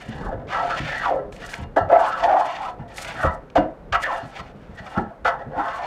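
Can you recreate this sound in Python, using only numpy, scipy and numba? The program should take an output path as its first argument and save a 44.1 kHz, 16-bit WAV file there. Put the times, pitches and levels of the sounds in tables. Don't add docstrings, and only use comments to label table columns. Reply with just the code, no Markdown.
import sys
import numpy as np
from scipy import signal
from scipy.fft import rfft, irfft
from scipy.io import wavfile
from scipy.ndimage import uniform_filter1d
from numba import njit

SR = 44100
rng = np.random.default_rng(int(sys.argv[2]) if len(sys.argv) > 2 else 0)


def magnitude_from_level(level_db):
    exponent = np.asarray(level_db, float) / 20
    return 10 ** exponent


def store_wav(level_fs):
    pcm = np.round(np.clip(np.atleast_2d(level_fs), -1, 1) * 32767)
    wavfile.write(sys.argv[1], SR, pcm.T.astype(np.int16))


N = 258426


def rms_one(x):
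    return x / np.sqrt(np.mean(x ** 2) + 1e-20)


def in_time(rows):
    s, *columns = np.transpose(rows)
    now = np.arange(N) / SR
    return [np.interp(now, s, column) for column in columns]


def drift(corner_hz):
    every, settle = 40, 2000
    pole = np.exp(-2 * np.pi * corner_hz * every / SR)
    noise = rng.standard_normal(N // every + settle + 2)
    slow = signal.lfilter([1], [1, -2 * pole, pole * pole], noise)[settle:]
    return np.interp(np.arange(N) / every, np.arange(len(slow)), rms_one(slow))


def coloured(x, spectrum):
    hz, db = np.transpose(spectrum)
    log_hz = np.log(np.arange(N // 2 + 1) * SR / N + 1)
    return irfft(rfft(x) * magnitude_from_level(np.interp(log_hz, np.log(hz), db)), N)


def band_pass(x, low_hz, high_hz):
    sos = signal.butter(2, [low_hz, high_hz], "band", fs=SR, output="sos")
    return rms_one(signal.sosfilt(sos, x))


def ring(x, hz, t60):
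    r, w = magnitude_from_level(-60 / (t60 * SR)), 2 * np.pi * hz / SR
    return signal.lfilter([0, np.sin(w)], [1, -2 * r * np.cos(w), r * r], x + 1e-18)


@njit
def swept(x, hz, sharpness):
    out, low, mid = np.zeros(len(x)), 0.0, 0.0
    for i in range(len(x)):
        f = 2 * np.sin(np.pi * hz[i] / SR)
        low += f * mid
        mid += f * (x[i] - low - mid / sharpness)
        out[i] = mid / sharpness
    return out


def grains(per_s, spread_db):
    strength = magnitude_from_level(spread_db * np.minimum(rng.exponential(1, N), 4))
    sizes = strength * rng.choice([-1, 1], N)
    return rms_one(sizes * (rng.random(N) < per_s / SR))


def board(force, direct_db=-2, roam_db=0):
    # frequency_hz, relative_level_db, t60_s
    modes = [(297.5, -1.5, 0.078), (399.7, -11.5, 0.14), (535.2, -4.5, 0.071), (651.7, 2, 0.026),
             (701.3, -0.5, 0.062), (745, -2, 0.041), (867, 1.5, 0.021), (978, -6.5, 0.042),
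             (1096, -8, 0.041), (1141, -7, 0.03), (1326.5, -7, 0.077), (1416, -8, 0.034),
             (1545, -10, 0.035), (1536, -1.5, 0.009), (1700, -0.5, 0.02), (1793, -14, 0.11),
             (1927, -7, 0.037), (1998, -8, 0.021), (2250, -39.5, 0.099), (2818, -23.5, 0.15),
             (3660, -17.5, 0.031), (4280, -23.5, 0.18)]
    rings = np.zeros(N)
    for k, (hz, db, t60) in enumerate(modes):
        grip = magnitude_from_level(roam_db * drift(6.34))
        rings += (-1) ** k * magnitude_from_level(db) * ring(force * grip, hz, t60)
    return rings / 20 + magnitude_from_level(direct_db) * force


def hiss(x):
    # frequency_hz, relative_density_db
    friction_colour = [(250, -32), (600, -2.5), (1300, -3), (1950, 3.5), (2300, 9), (4300, -3.5),
                       (7000, -13.5), (10000, -32), (13000, -47), (15500, -23)]
    hz, db = np.transpose(friction_colour)
    grid = np.arange(2500, 12000, 50)
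    density = magnitude_from_level(np.interp(np.log(grid), np.log(hz), db)) ** 2
    power = np.sum(density) * 100 / SR
    return coloured(x, friction_colour) / np.sqrt(power)


def contacts():
    # time_s, chatter_db, chatter_pitch_hz, hiss_db
    strokes = [
        [(0.0, -45, 690, -52.5), (.05, -55, 700, -52), (.25, -30.5, 1110, -50), (.33, -23.5, 474, -72),
         (.46, -58, 580, -109)],
        [(.47, -39.5, 896, -56.5), (.53, -22, 1110, -37), (.58, -20, 1010, -45), (.64, -18, 660, -43.5),
         (.685, -25.5, 740, -44), (.705, -17.5, 1310, -35.5), (.74, -22.5, 1320, -41), (.8, -54, 996, -34.5)],
        [(.8, -50, 1010, -42.5), (.88, -26.5, 1965, -38.5), (.99, -30.5, 1850, -38.5),
         (1.045, -18.5, 1335, -37.5), (1.08, -16.5, 832, -44.5), (1.112, -11.5, 547, -51),
         (1.2, -21.5, 502, -61.5), (1.3, -39.5, 490, -100)],
        [(1.322, -56, 2120, -51.5), (1.37, -58, 2000, -58), (1.42, -77.5, 1880, -41), (1.48, -66, 1960, -50.5),
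         (1.54, -35, 1630, -48), (1.64, -43.5, 716, -52), (1.66, -54, 800, -103)],
        [(1.89, -15, 588, -58), (1.905, -12, 635, -56), (1.925, -8, 583, -59), (2.06, -14.5, 972, -37),
         (2.13, -21.5, 1370, -47), (2.2, -23.5, 1130, -42), (2.235, -13, 833, -39), (2.29, -10, 782, -49),
         (2.42, -17, 905, -45), (2.556, -30, 926, -41.5), (2.68, -20.5, 870, -47), (2.75, -49, 650, -70.5)],
        [(2.88, -49, 763, -58), (2.935, -50, 800, -54.5), (2.98, -55, 910, -42), (3.12, -45, 810, -41.5),
         (3.17, -29.5, 1650, -47), (3.235, -17.5, 1296, -43.5), (3.27, -17, 1116, -48), (3.38, -41, 960, -71)],
        [(4.0, -40.5, 1580, -45), (4.035, -26, 1860, -34.5), (4.095, -14.5, 1000, -55),
         (4.15, -20.5, 825, -43.5), (4.25, -37, 770, -51), (4.335, -54, 800, -54.5), (4.4, -26.5, 1020, -40.5),
         (4.425, -44, 903, -53), (4.52, -45.5, 700, -61)],
        [(4.55, -67.5, 726, -66), (4.75, -49.5, 700, -60.5), (4.9, -42, 695, -51.5), (4.96, -28, 1300, -53),
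         (4.984, -20, 790, -62), (5.03, -38.5, 670, -62), (5.15, -52.5, 590, -92)],
        [(5.48, -38, 444, -85), (5.55, -24, 670, -82), (5.59, -14.5, 897, -49.5), (5.66, -21.5, 1100, -48.5),
         (5.73, -27, 1166, -43), (5.78, -23, 894, -45), (5.86, -22.5, 880, -51.5)],
    ]
    # tearing_db (unpitched, re the chatter), rustle_db (papery, re the hiss)
    cuts = [(-10.5, -9), (-2.5, -20), (-20.5, -17), (2.5, -4.5), (-11.5, -14), (-7, -5), (-5, -13.5),
            (2, -11), (-9, -16.5)]
    # start_s, skid_length_s, chatter_db, pitch_hz, hiss_db
    skids = [(.396, 0.0057, -33.5, 650, -79), (1.763, 0.011, -12.5, 944, -34),
             (2.787, 0.041, -37, 770, -63), (3.555, 0.025, -14.5, 695, -37.5),
             (3.925, 0.032, -17.5, 1225, -31.5), (4.774, 0.021, -37, 1660, -48),
             (4.863, 0.011, -35.5, 1216, -49), (5.106, 0.0062, -37.5, 626, -80),
             (5.248, .035, -12.5, 1296, -33.5), (5.39, 0.032, -28.5, 620, -61)]
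    lift_s, lift_db = 0.011, 6.5
    tail_s, brake = 0.14, 0.46
    chatter_fall, hiss_fall = 187, 520
    tables = list(strokes)
    tearing_db = [tearing for tearing, _ in cuts]
    rustle_db = [rustle for _, rustle in cuts]
    for s, hold, db, hz, hiss_db in skids:
        lift_end = s + hold + lift_s
        light_db, light_hiss_db = db - lift_db, hiss_db - lift_db
        light = (lift_end, light_db, hz, light_hiss_db)
        still = (lift_end + tail_s, light_db - chatter_fall * tail_s,
                 hz * brake, light_hiss_db - hiss_fall * tail_s)
        tables.append([(s, db, hz, hiss_db), (s + hold, db, hz, hiss_db), light, still])
        tearing_db.append(-4)
        rustle_db.append(-23.5)
    return tables, tearing_db, rustle_db


def lifted(tables, axis, extra_db=None):
    edge_s = 0.002
    gain, now = np.zeros((len(tables), N)), np.arange(N) / SR
    for k, table in enumerate(tables):
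        s, db = np.transpose(table)[[0, axis]]
        inside_s = np.minimum(now - s[0], s[-1] - now)
        fade = np.clip(inside_s / edge_s + 1, 0, 1)
        extra = extra_db[k] if extra_db else 0
        gain[k] = fade * magnitude_from_level(np.interp(now, s, db) + extra)
    return gain


def passes():
    sharpness = 2.44
    tables, tearing_db, _ = contacts()
    pressure = lifted(tables, axis=1)
    pitches = np.array([in_time(table)[1] for table in tables])
    hz = pitches[pressure.argmax(axis=0), np.arange(N)]
    skips = grains(per_s=2800, spread_db=0)
    pitched = rms_one(swept(swept(skips, hz, sharpness), hz, sharpness))
    even = grains(per_s=2500, spread_db=0)
    overtone = swept(swept(even, 1.9 * hz, sharpness), 1.95 * hz, sharpness)
    pitched += magnitude_from_level(-15) * rms_one(overtone)
    pitched = pitched / np.sqrt(uniform_filter1d(board(pitched) ** 2, size=3000))

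    torn = band_pass(grains(per_s=1500, spread_db=3.0), 597, 1870)
    torn = torn / np.std(board(torn))
    tearing = torn * lifted(tables, axis=1, extra_db=tearing_db).max(axis=0)

    lumps_db = 1.0 * drift(54)
    chatter = (pitched * pressure.max(axis=0) + tearing) * magnitude_from_level(lumps_db - 6.5)
    hiss_gain = lifted(tables, axis=3).max(axis=0) * magnitude_from_level(0.5 * lumps_db + 2.9 * drift(24.6))
    rubbing = hiss(grains(per_s=7800, spread_db=3.0) * hiss_gain)
    return board(chatter + rubbing, direct_db=-3.0, roam_db=3.5)


def shavings():
    # start_s, level_db (before the friction colour)
    snap_list = [(1.3246, -39), (1.364, -41.5), (1.492, -36.5), (1.5402, -25), (2.9824, -27.5),
                 (3.047, -31.5), (3.0995, -39), (3.501, -44.5)]
    tables, _, rustle_db = contacts()
    clumps = magnitude_from_level(5.4 * drift(22))
    crackle = band_pass(grains(per_s=2700, spread_db=0) * clumps, 3200, 8800)
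    crackle = crackle * lifted(tables, axis=3, extra_db=rustle_db).max(axis=0)
    t, snaps = np.arange(600) / SR, np.zeros(N)
    for s, db in snap_list:
        rough = rng.standard_normal(len(t))
        snaps[round(s * SR):][:len(t)] += magnitude_from_level(db) * np.exp(-t / 0.0026) * rough
    return crackle + hiss(snaps)


def bench():
    # start_s, relative_level_db, pitch_hz
    thuds = [(0.087, -23.5, 136), (0.26, -25, 69), (0.342, -24.5, 105), (0.802, -18, 150),
             (1.585, -21.5, 131), (1.612, -26, 80), (1.807, -21.5, 90), (2.795, -26.5, 143),
             (3.24, -12.5, 85.3), (3.574, -7, 312), (3.915, -25, 51.4), (4.23, -28.5, 150),
             (4.393, -29.5, 112), (4.546, -35, 198), (4.682, -28.5, 95), (4.801, -29.5, 109),
             (4.973, -12.5, 220.5), (5.224, -28.5, 69.6), (5.46, -24.5, 145), (5.566, -20, 310)]
    # time_s, level_db
    rumble_level = [(0.0, -47), (0.26, -33), (0.59, -40.5), (1.5, -42), (1.8, -40), (2.46, -44.5),
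                    (3.3, -40), (4.29, -46.5), (4.7, -45.5), (5.86, -45)]
    # frequency_hz, relative_density_db
    rumble_colour = [(12, -38.5), (20, 5.5), (49, 1.5), (87, -10.5), (139, -3), (367, -13), (500, -7),
                     (650, -16.5), (1100, -120)]
    t60 = 0.1
    out, t = np.zeros(N), np.arange(6000) / SR
    for s, db, hz in thuds:
        settling = magnitude_from_level(db - 33) * np.exp(-t / 0.048) * rng.standard_normal(len(t))
        shove = magnitude_from_level(db - 38.5) * np.exp(-t / 0.00094)
        push = np.zeros(N)
        push[round(s * SR):][:len(t)] = settling + shove
        out += ring(push, hz, t60)
        out += 1.64 * ring(push, 1.6 * hz, 0.32 * t60)
        out += 0.24 * ring(push, 1.1 * hz, t60)
    out = signal.sosfilt(signal.butter(2, 400, fs=SR, output="sos"), out)
    rumble = rms_one(coloured(rng.standard_normal(N), rumble_colour))
    return out + rumble * magnitude_from_level(in_time(rumble_level)[0] + 2.0 * drift(3))


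def still_air():
    # frequency_hz, relative_density_db
    air_colour = [(200, 3.5), (650, 8), (1500, -1), (3000, -16), (6000, -27.5), (15000, -38)]
    return magnitude_from_level(-50.5) * rms_one(coloured(rng.standard_normal(N), air_colour))


def shop(x):
    t60_s, wall_cut_hz = 0.42, 3500
    out, dull = np.zeros(N), np.exp(-2 * np.pi * wall_cut_hz / SR)
    lags = (np.geomspace(0.011, 0.037, 12) * SR).astype(int)
    for k, lag in enumerate(lags):
        loop, state = x.copy(), [0.]
        gain = magnitude_from_level(-60 * lag / SR / t60_s)
        for i in range(lag, N, lag):
            block = loop[i - lag:i]
            back, state = signal.lfilter([gain * (1 - dull)], [1, -dull], block, zi=state)
            loop[i:i + lag] += back[:N - i]
        out += (loop - x) * (-1) ** k
    return out


def scatter(x, lag_s, share):
    taps = np.zeros(int(lag_s * SR) + 1)
    taps[0], taps[-1] = 1, -share
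    return signal.lfilter(taps[::-1], taps, x)


def knocks():
    # start_s, relative_level_db, pitch_hz
    blows = [(1.106, -19, 517), (1.186, -25, 558), (1.534, -24, 1584), (1.765, -7.5, 637), (1.78, -10, 747),
             (1.922, -5.5, 630), (2.336, -13.5, 658), (2.405, -16.5, 815), (3.231, -11.5, 1420),
             (3.245, -13, 517), (3.555, -10.5, 658), (3.585, -11, 634), (3.948, -9, 1277),
             (4.036, -12, 1785), (4.976, -18, 1343), (5.253, -14.5, 750), (5.277, -20, 1400)]
    sharpness, size = 0.94, 2000
    force, t = np.zeros(N), np.arange(size) / SR
    envelope = np.minimum(t / 0.002, 1) * np.exp(-t / 0.0028)
    for s, db, hz in blows:
        centre = np.full(size, float(hz))
        rough = swept(swept(rng.standard_normal(size), centre, sharpness), centre, sharpness)
        push = np.sin(2 * np.pi * hz * t) + 0.32 * rms_one(rough)
        force[round(s * SR):][:size] += magnitude_from_level(db + 1) * envelope * push
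    return board(force)


def scene():
    plane = passes() + shavings() + knocks()
    room = scatter(scatter(shop(plane), 0.0017, 0.6), 0.0047, 0.6)
    mix = plane + magnitude_from_level(-22.5) * room + bench() + still_air()
    return mix[None]


def low_pass(x):
    return signal.sosfilt(signal.butter(12, 15300, fs=SR, output="sos"), x)


def record(dry):
    heard = signal.sosfilt(signal.butter(4, 32, "high", fs=SR, output="sos"), dry)
    rounded = 0.95 * np.tanh(heard / 0.95)
    return low_pass(rounded)


dry = scene()
out = record(dry)
store_wav(out)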